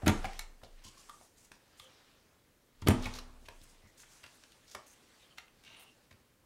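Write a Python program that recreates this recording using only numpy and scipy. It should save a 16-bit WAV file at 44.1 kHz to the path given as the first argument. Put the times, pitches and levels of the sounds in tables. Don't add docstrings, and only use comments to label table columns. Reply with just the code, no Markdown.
import sys
import numpy as np
from scipy import signal
from scipy.fft import rfft, irfft
from scipy.io import wavfile
from scipy.ndimage import uniform_filter1d

SR = 44100
rng = np.random.default_rng(int(sys.argv[2]) if len(sys.argv) > 2 else 0)


def volts_from_decibels(level):
    exponent = np.asarray(level, float) / 20
    return 10 ** exponent


def put_to_file(sound):
    columns = np.atleast_2d(sound).T
    safe = np.clip(columns, -1, 1)
    whole_steps = np.round(safe * 32767)
    wavfile.write(sys.argv[1], SR, whole_steps.astype(np.int16))


N = 284709

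# f/Hz, level per hertz/dB
HUSH_SPECTRUM = [(12, -33.5), (20, -6.5), (113, -7), (210, -12), (241, -7.5), (328, -11.5), (485, -13),
                 (558, -12.5), (738, -28.5), (1570, -22.5), (4060, -28.5), (12800, -29), (16000, -30)]
# f/Hz, T60/s
ROOM_DECAY = [(100, 0.23), (400, 0.35), (1200, 0.31), (3500, 0.31), (8000, 0.29), (15000, 0.077)]
# f/Hz, level/dB
ROOM_COLOUR = [(200, 7.5), (1500, -2), (4000, -4.5), (9000, -2.5), (15000, -6.5)]
# t of widest swing/s, level/dB
SWAYS = [(.078, -44), (.192, -37.5), (.4, -48), (.74, -52), (1.1, -68), (1.5, -74), (2.85, -49),
         (3.008, -38), (3.22, -53.5), (3.382, -59.5), (3.574, -56), (3.784, -65), (4.06, -71.5)]
# t/s, effort level/dB, stiffness (shift towards fizz)/dB
CARD_EFFORT = [(0, -78.5, -14), (0.602, -75.5, -1), (.8, -67.5, -8), (1.004, -63.5, 0), (1.231, -69.5, 5.5),
               (1.31, -75, 2.5), (1.7, -70, -8), (1.936, -63.5, -15), (2.326, -74, -8), (2.8, -84.5, -1.5),
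               (3.672, -67.5, 1), (3.9, -71, -9), (4.157, -65, 1.5), (4.71, -69, -5), (5.22, -66.5, -3.5),
               (5.5, -74.5, -6), (5.701, -67, -5.5), (6.45, -80, -5)]
# start t/s, end t/s, level/dB
LEVER_RETURNS = [
    (0.21, .37, -57),
    (3.0, 3.18, -54),
]
# t of most weight/s, level/dB, fizz share/dB
GRINDS = [
    (.12, -44.5, -10.5),
    (3.04, -47, -27.5),
]
# start t/s, end t/s, level/dB, f/Hz
STROKES = [(.838, .9, -65, 3000), (.839, .888, -66, 1060), (.965, 1.014, -67, 1120),
           (1.09, 1.126, -65, 1210), (1.812, 1.884, -64, 3170), (1.819, 1.903, -71, 522),
           (1.882, 2.035, -77, 3830), (3.812, 3.92, -72.5, 1970), (4.759, 4.82, -77, 644),
           (4.858, 4.95, -68, 6300), (5.194, 5.245, -70, 3700), (5.24, 5.27, -69, 3170),
           (5.305, 5.34, -69, 3040), (5.637, 5.934, -66, 2800), (5.64, 5.853, -69, 3800),
           (5.637, 5.76, -73, 6040), (5.76, 5.845, -69, 9400)]
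# start t/s, end t/s, level/dB, f/Hz
RASPS = [(.835, .898, -56, 5370), (5.66, 5.87, -70.5, 860), (1.362, 1.482, -66.5, 7000),
         (1.767, 1.858, -64.5, 7500), (4.338, 4.38, -71, 9100), (4.856, 4.95, -66, 8800),
         (5.639, 5.86, -62, 2530), (5.789, 5.845, -63.5, 12500)]
# start t/s, end t/s, level/dB, f/Hz
SWEEPS = [(.96, 1.04, -61, 6000), (1.2, 1.29, -69, 7400), (3.025, 3.06, -44.5, 3410),
          (3.615, 3.66, -63, 8400), (3.68, 3.735, -66, 7000), (3.86, 3.92, -68.5, 6000),
          (3.96, 4.06, -57.5, 6700), (4.05, 4.2, -67, 6700), (4.64, 4.8, -59.5, 5000),
          (4.7, 4.78, -68, 8950), (5.36, 5.43, -71, 3020), (.61, .68, -64, 4000), (1.5, 1.59, -69, 5070)]
# t/s, peak level/dB, ring f/Hz, burst length/s
TAPS = [(.616, -56, 686, 0.0076), (.633, -43, 574, 0.0072), (1.089, -67, 1330, .0084),
        (1.212, -48, 745, 0.003), (1.517, -39, 1424, 0.0038), (3.454, -48, 2860, 0.018),
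        (3.485, -39.5, 940, 0.0038), (3.747, -58, 1050, 0.0075), (3.997, -51, 1510, 0.007),
        (4.032, -50, 1580, 0.011), (4.231, -47, 1920, 0.024), (4.238, -46.5, 970, 0.014),
        (4.262, -44, 2610, 0.0077), (4.437, -44, 2560, 0.004), (4.748, -32.5, 1030, 0.0086),
        (4.759, -51, 766, 0.0067), (5.375, -48, 2770, 0.0077), (5.382, -36, 2020, 0.0076),
        (5.637, -50.5, 2940, .006), (5.648, -49, 2870, 0.0066), (6.108, -47.5, 2260, 0.014),
        (6.11, -49.5, 790, 0.0089), (6.126, -52, 2300, .0072)]
# t/s, peak level/dB, ring f/Hz
POPS = [(1.088, -52, 1130), (1.095, -41, 1180), (1.798, -47.5, 1190), (4.519, -50, 3420),
        (5.48, -56.5, 2640)]
# t/s, peak level/dB, ring f/Hz
FLICKS = [(.635, -41.5, 3440), (.838, -51, 6100), (1.095, -43.5, 3700), (1.517, -50, 5800),
          (1.797, -40.5, 3280), (3.486, -39.5, 2383), (3.615, -49.5, 3740), (4.238, -41.5, 2780),
          (4.749, -37.5, 5300), (5.384, -41, 2880)]
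# f/Hz, level/dB, T60/s
TABLE_MODES = [(63.6, -6, .6), (93, -3, 0.16), (99.3, 0, 0.17), (119.8, -5.5, 0.17), (185.2, -4, 0.14),
               (212.5, -0.5, 0.081), (248, -11.5, 0.13), (315.5, -1, 0.12), (345, -14.5, 0.064),
               (397, -4.5, 0.09), (456, -4.5, 0.14), (600, 2.5, 0.069), (707, -5.5, 0.28)]
# t/s, peak level/dB, centre f of modes reached/Hz, damping factor
BLOWS = [(0.033, -26, 101, 0.49), (0.059, -25, 150, 2.7), (0.0703, -13.5, 300, 1.2),
         (0.0793, -19, 126, 2.1), (0.246, -32, 162, 1.7), (0.63, -47, 65, 3.6), (0.852, -46, 149, 1.1),
         (1.515, -47, 398, 2.1), (2.822, -33.5, 97, 0.16), (2.887, -5.5, 197, 1.67), (2.895, -21, 102, 1.4),
         (3.058, -29.5, 127, 1.5), (3.486, -53, 67, 1.4), (3.614, -50, 116, 2.9), (4.232, -58, 110, 0.81),
         (4.748, -47.5, 410, 1.3), (4.749, -52, 120, 2), (1.801, -57, 85, 1.1), (3.838, -50, 130, 0.9),
         (6.113, -51.5, 95.4, 1.1)]
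# t/s, peak level/dB, centre f of modes reached/Hz, damping factor
REBOUNDS = [
    (0.0723, -12, 280, 1.9),
    (0.0953, -14, 174, 4.2),
    (2.864, -26, 150, 1.3),
    (2.871, -13.5, 270, 1.5),
]
# t/s, f/Hz, level/dB, T60/s
TRAY_RINGS = [
    (2.886, 248, -35.5, .56),
    (2.886, 248, -55, 1.5),
]
# t/s, peak level/dB, ring f/Hz, burst length/s
SNAPS = [(.0605, -26, 1460, 0.01), (.066, -23.5, 1330, 0.013), (.078, -18, 1910, 0.0088),
         (.085, -22, 700, 0.0088), (.092, -22.5, 1180, 0.011), (.1, -30, 800, 0.0053),
         (.331, -39.5, 2010, 0.0068), (.392, -28.5, 2110, 0.007), (.408, -39, 2170, .012),
         (2.82, -42.5, 1220, 0.014), (2.865, -35.5, 980, 0.008), (2.8845, -16.5, 1180, .0057),
         (2.899, -50, 1400, .0027), (2.903, -21, 810, 0.014), (3.058, -45, 1980, 0.0096),
         (3.064, -32.5, 875, 0.014), (3.186, -37, 1210, 0.0039)]
# t/s, peak level/dB, ring f/Hz, burst length/s
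KNOCKS = [(.019, -41.5, 750, 0.012), (.033, -41, 704, 0.0061), (.243, -27, 792, .0093),
          (.251, -31, 2260, 0.013), (.291, -54, 790, 0.0076), (.394, -40, 2034, .0063),
          (2.872, -24, 1260, 0.012), (2.893, -24, 1220, 0.0081), (3.055, -29.5, 2320, 0.0092),
          (3.074, -55, 2000, 0.0099)]
# t/s, peak level/dB, ring f/Hz, burst length/s
TICKS = [(.061, -40, 9500, .006), (2.817, -48, 5940, 0.0082), (2.8695, -25.5, 3750, 0.012),
         (2.874, -17, 3320, 0.004), (2.898, -43, 5600, 0.0029), (2.912, -41, 3270, .028),
         (2.94, -40, 3040, 0.023), (3.024, -38, 4650, .0056), (3.138, -37, 4500, 0.0078),
         (3.148, -38, 4620, 0.032), (3.187, -36, 4000, 0.0079)]
# t/s, peak level/dB, ring f/Hz
PINGS = [
    (.0782, -23.5, 6200),
    (.392, -35, 6260),
    (2.884, -23.5, 8900),
    (3.042, -46, 3700),
]


def evened(x):
    return x / np.sqrt(np.mean(x ** 2) + 1e-20)


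def read(points, hz):
    f, value = np.transpose(points)
    return np.interp(np.log(hz + 1), np.log(f + 1), value)


def add(mix, s, sound):
    part = mix[max(round(s * SR), 0):][:len(sound)]
    part += sound[:len(part)]


def band(x, lo_hz, hi_hz):
    sos = signal.butter(2, [lo_hz, min(hi_hz, SR / 2.2)], "band", fs=SR, output="sos")
    return signal.sosfilt(sos, x)


def resonate(x, hz, width):
    turn = np.exp(2j * np.pi * np.cumsum(hz * np.ones(len(x))) / SR)
    r = np.exp(-np.pi * width / SR)
    return 2 * (turn * signal.lfilter([1 - r], [1, -r], x / turn)).real


def swell(start, end, db, rise_db_per_s, fall_db_per_s):
    t = np.arange(N) / SR
    before, after = np.maximum(start - t, 0), np.maximum(t - end, 0)
    return volts_from_decibels(db - rise_db_per_s * before - fall_db_per_s * after)


def hush():
    hz = np.fft.rfftfreq(N, 1 / SR)
    spectrum = rfft(rng.standard_normal(N)) * volts_from_decibels(read(HUSH_SPECTRUM, hz))
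    return volts_from_decibels(-70) * evened(irfft(spectrum, N))


def room(x):
    echoes = np.zeros(SR // 2)
    at = np.arange(120, len(echoes) - 20, 20)
    echoes[at + rng.integers(0, 20, len(at))] = rng.choice([-1., 1.], len(at))
    hz, t, z = signal.stft(echoes, SR, nperseg=256)
    z *= volts_from_decibels(read(ROOM_COLOUR, hz)[:, None] - 60 * t / read(ROOM_DECAY, hz)[:, None])
    tail = signal.istft(z, SR, nperseg=256)[1]
    early_power = np.sum(echoes[:SR // 40] ** 2)
    return signal.fftconvolve(x, tail / np.sqrt(early_power))[:N]


def sway():
    level = sum(swell(s, s, db, rise_db_per_s=257, fall_db_per_s=85.5) for s, db in SWAYS)
    return np.sqrt(2) * level * np.sin(2 * np.pi * 26.4 * np.arange(N) / SR)


def patchy(x, patchy_db):
    z = signal.stft(x, nperseg=512, noverlap=384)[2]
    patches = uniform_filter1d(rng.standard_normal(z.shape), size=9, axis=0)
    patches = uniform_filter1d(patches, size=14, axis=1)
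    return signal.istft(z * volts_from_decibels(patchy_db * evened(patches)), nperseg=512, noverlap=384)[1][:N]


def lever_gain():
    return sum(swell(*row, rise_db_per_s=101, fall_db_per_s=209) for row in LEVER_RETURNS)


def grind_gains():
    dull, fizz = np.zeros((2, N))
    for s, db, fizz_db in GRINDS:
        gain = swell(s, s, db, rise_db_per_s=127.5, fall_db_per_s=73.5)
        dull += gain
        fizz += volts_from_decibels(fizz_db) * gain
    return dull, fizz


def rubbing():
    s, *columns = np.transpose(CARD_EFFORT)
    effort_db, stiff_db = (np.interp(np.arange(N) / SR, s, c) for c in columns)
    lever = lever_gain()
    grind, grind_fizz = grind_gains()
    sheet_gain = volts_from_decibels(effort_db) + lever
    fizz_gain = volts_from_decibels(effort_db + stiff_db) + volts_from_decibels(-14) * lever + grind_fizz
    drag_gain = volts_from_decibels(-72.5 + 0.5 * (effort_db - effort_db.mean())) + grind
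    grains = rng.standard_normal((3, N)) * volts_from_decibels(1.74 * rng.exponential(1, N))
    rub = volts_from_decibels(-2.5) * sheet_gain * evened(band(grains[0], 1300, 5200))
    rub += volts_from_decibels(-4.0) * fizz_gain * evened(band(grains[1], 5000, 9960))
    rub += volts_from_decibels(-1.7) * drag_gain * evened(band(grains[2], 160, 1256))
    return patchy(rub, 1.8)


def strokes(rows, width_share, soft):
    out = np.zeros(N)
    for start, end, db, hz in rows:
        width = width_share * hz
        noise, slips = rng.standard_normal((2, SR // 2))[:, :round((end - start) * SR)]
        stutter = volts_from_decibels(3.1 * evened(uniform_filter1d(slips, size=250)))
        scrape = resonate(noise * abs(noise) * stutter, hz, width)
        scrape = resonate(scrape, hz, 2 * width)
        stroke = signal.windows.tukey(len(scrape), soft) * np.linspace(1.15, .75, len(scrape))
        add(out, start, volts_from_decibels(db) * evened(scrape) * stroke)
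    return out


def click(db, hz, bright_db, length, ring_db, sharp, spread):
    t = np.arange(4096) / SR
    length = np.clip(length, .001, .03)
    contacts = rng.standard_normal(len(t)) * volts_from_decibels(2.5 * rng.exponential(1, len(t)))
    contacts *= (t / length) ** 1.3 * np.exp(-4 * t / length)
    crack = band(contacts, hz / spread, hz * spread)
    edge = band(contacts, 4100, 12980)
    ring = resonate(contacts, hz, hz / sharp)
    body = evened(crack) + volts_from_decibels(ring_db) * evened(ring)
    return volts_from_decibels(db) * (body / abs(body).max() + volts_from_decibels(bright_db) * edge / abs(edge).max())


def clicks(rows, bright_db, ring_db, sharp, spread, length=None):
    out = np.zeros(N)
    for s, db, hz, *own in rows:
        add(out, s - .0005, click(db, hz, bright_db, length or own[0], ring_db, sharp, spread))
    return out


def card_contacts():
    card = clicks(TAPS, bright_db=-16, ring_db=-7, sharp=9, spread=2.2)
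    card += clicks(POPS, bright_db=-9.5, ring_db=25, sharp=9, spread=2.2, length=.00527)
    card += clicks(FLICKS, bright_db=-11, ring_db=0, sharp=8, spread=1.7, length=.0052)
    card += strokes(STROKES, width_share=.09, soft=.3)
    card += strokes(RASPS, width_share=.6, soft=.3)
    card += strokes(SWEEPS, width_share=.6, soft=1)
    return card


def mode(hz, db, t60, seconds=0.92):
    t = np.arange(round(seconds * SR)) / SR
    return volts_from_decibels(db - 60 * t / max(t60, .01)) * np.sin(2 * np.pi * hz * t)


def thud(centre_hz, damping):
    out = 0
    for hz, db, t60 in TABLE_MODES:
        reach_db = -5.0 * np.log2(hz / centre_hz) ** 2
        out = out + mode(hz, db + reach_db, t60 / damping, .7)
    return out / abs(out).max()


def table_top():
    out = np.zeros(N)
    for rows, way in ((BLOWS, 1), (REBOUNDS, -1)):
        for s, db, centre_hz, damping in rows:
            add(out, s, way * volts_from_decibels(db) * thud(centre_hz, damping))
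    for s, hz, db, t60 in TRAY_RINGS:
        add(out, s, mode(hz, db, t60))
    padded = uniform_filter1d(out, size=30)
    return band(padded, 100, 3000)


def corner_punch():
    punch = clicks(SNAPS, bright_db=-14, ring_db=-5, sharp=11, spread=2.6)
    punch += clicks(KNOCKS, bright_db=-28, ring_db=7, sharp=11, spread=2.6)
    punch += clicks(TICKS, bright_db=-9, ring_db=-17, sharp=9, spread=1.5)
    punch += clicks(PINGS, bright_db=-1.5, ring_db=10, sharp=9, spread=1.5, length=.0043)
    return punch


def scene():
    card, wood, punch = card_contacts(), table_top(), corner_punch()
    wet = room(volts_from_decibels(-2.0) * punch + volts_from_decibels(-1) * card + volts_from_decibels(-7.5) * wood)
    return (hush() + sway() + rubbing() + card + wood + punch + wet)[None]


def roll_off(x):
    return signal.sosfilt(signal.butter(12, 16640, fs=SR, output="sos"), x)


def record(dry):
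    def low(hz):
        taps = signal.firwin(511, hz, window=("kaiser", 9), fs=SR)
        return signal.oaconvolve(dry, taps[None], "same")

    power = uniform_filter1d(dry ** 2, size=512)
    loud = uniform_filter1d(1. * (power > volts_from_decibels(2 * -33)), size=256)
    quiet = low(15850)
    mix = quiet + loud * (low(16400) - quiet)
    return roll_off(mix)


dry = scene()
out = record(dry)
put_to_file(out)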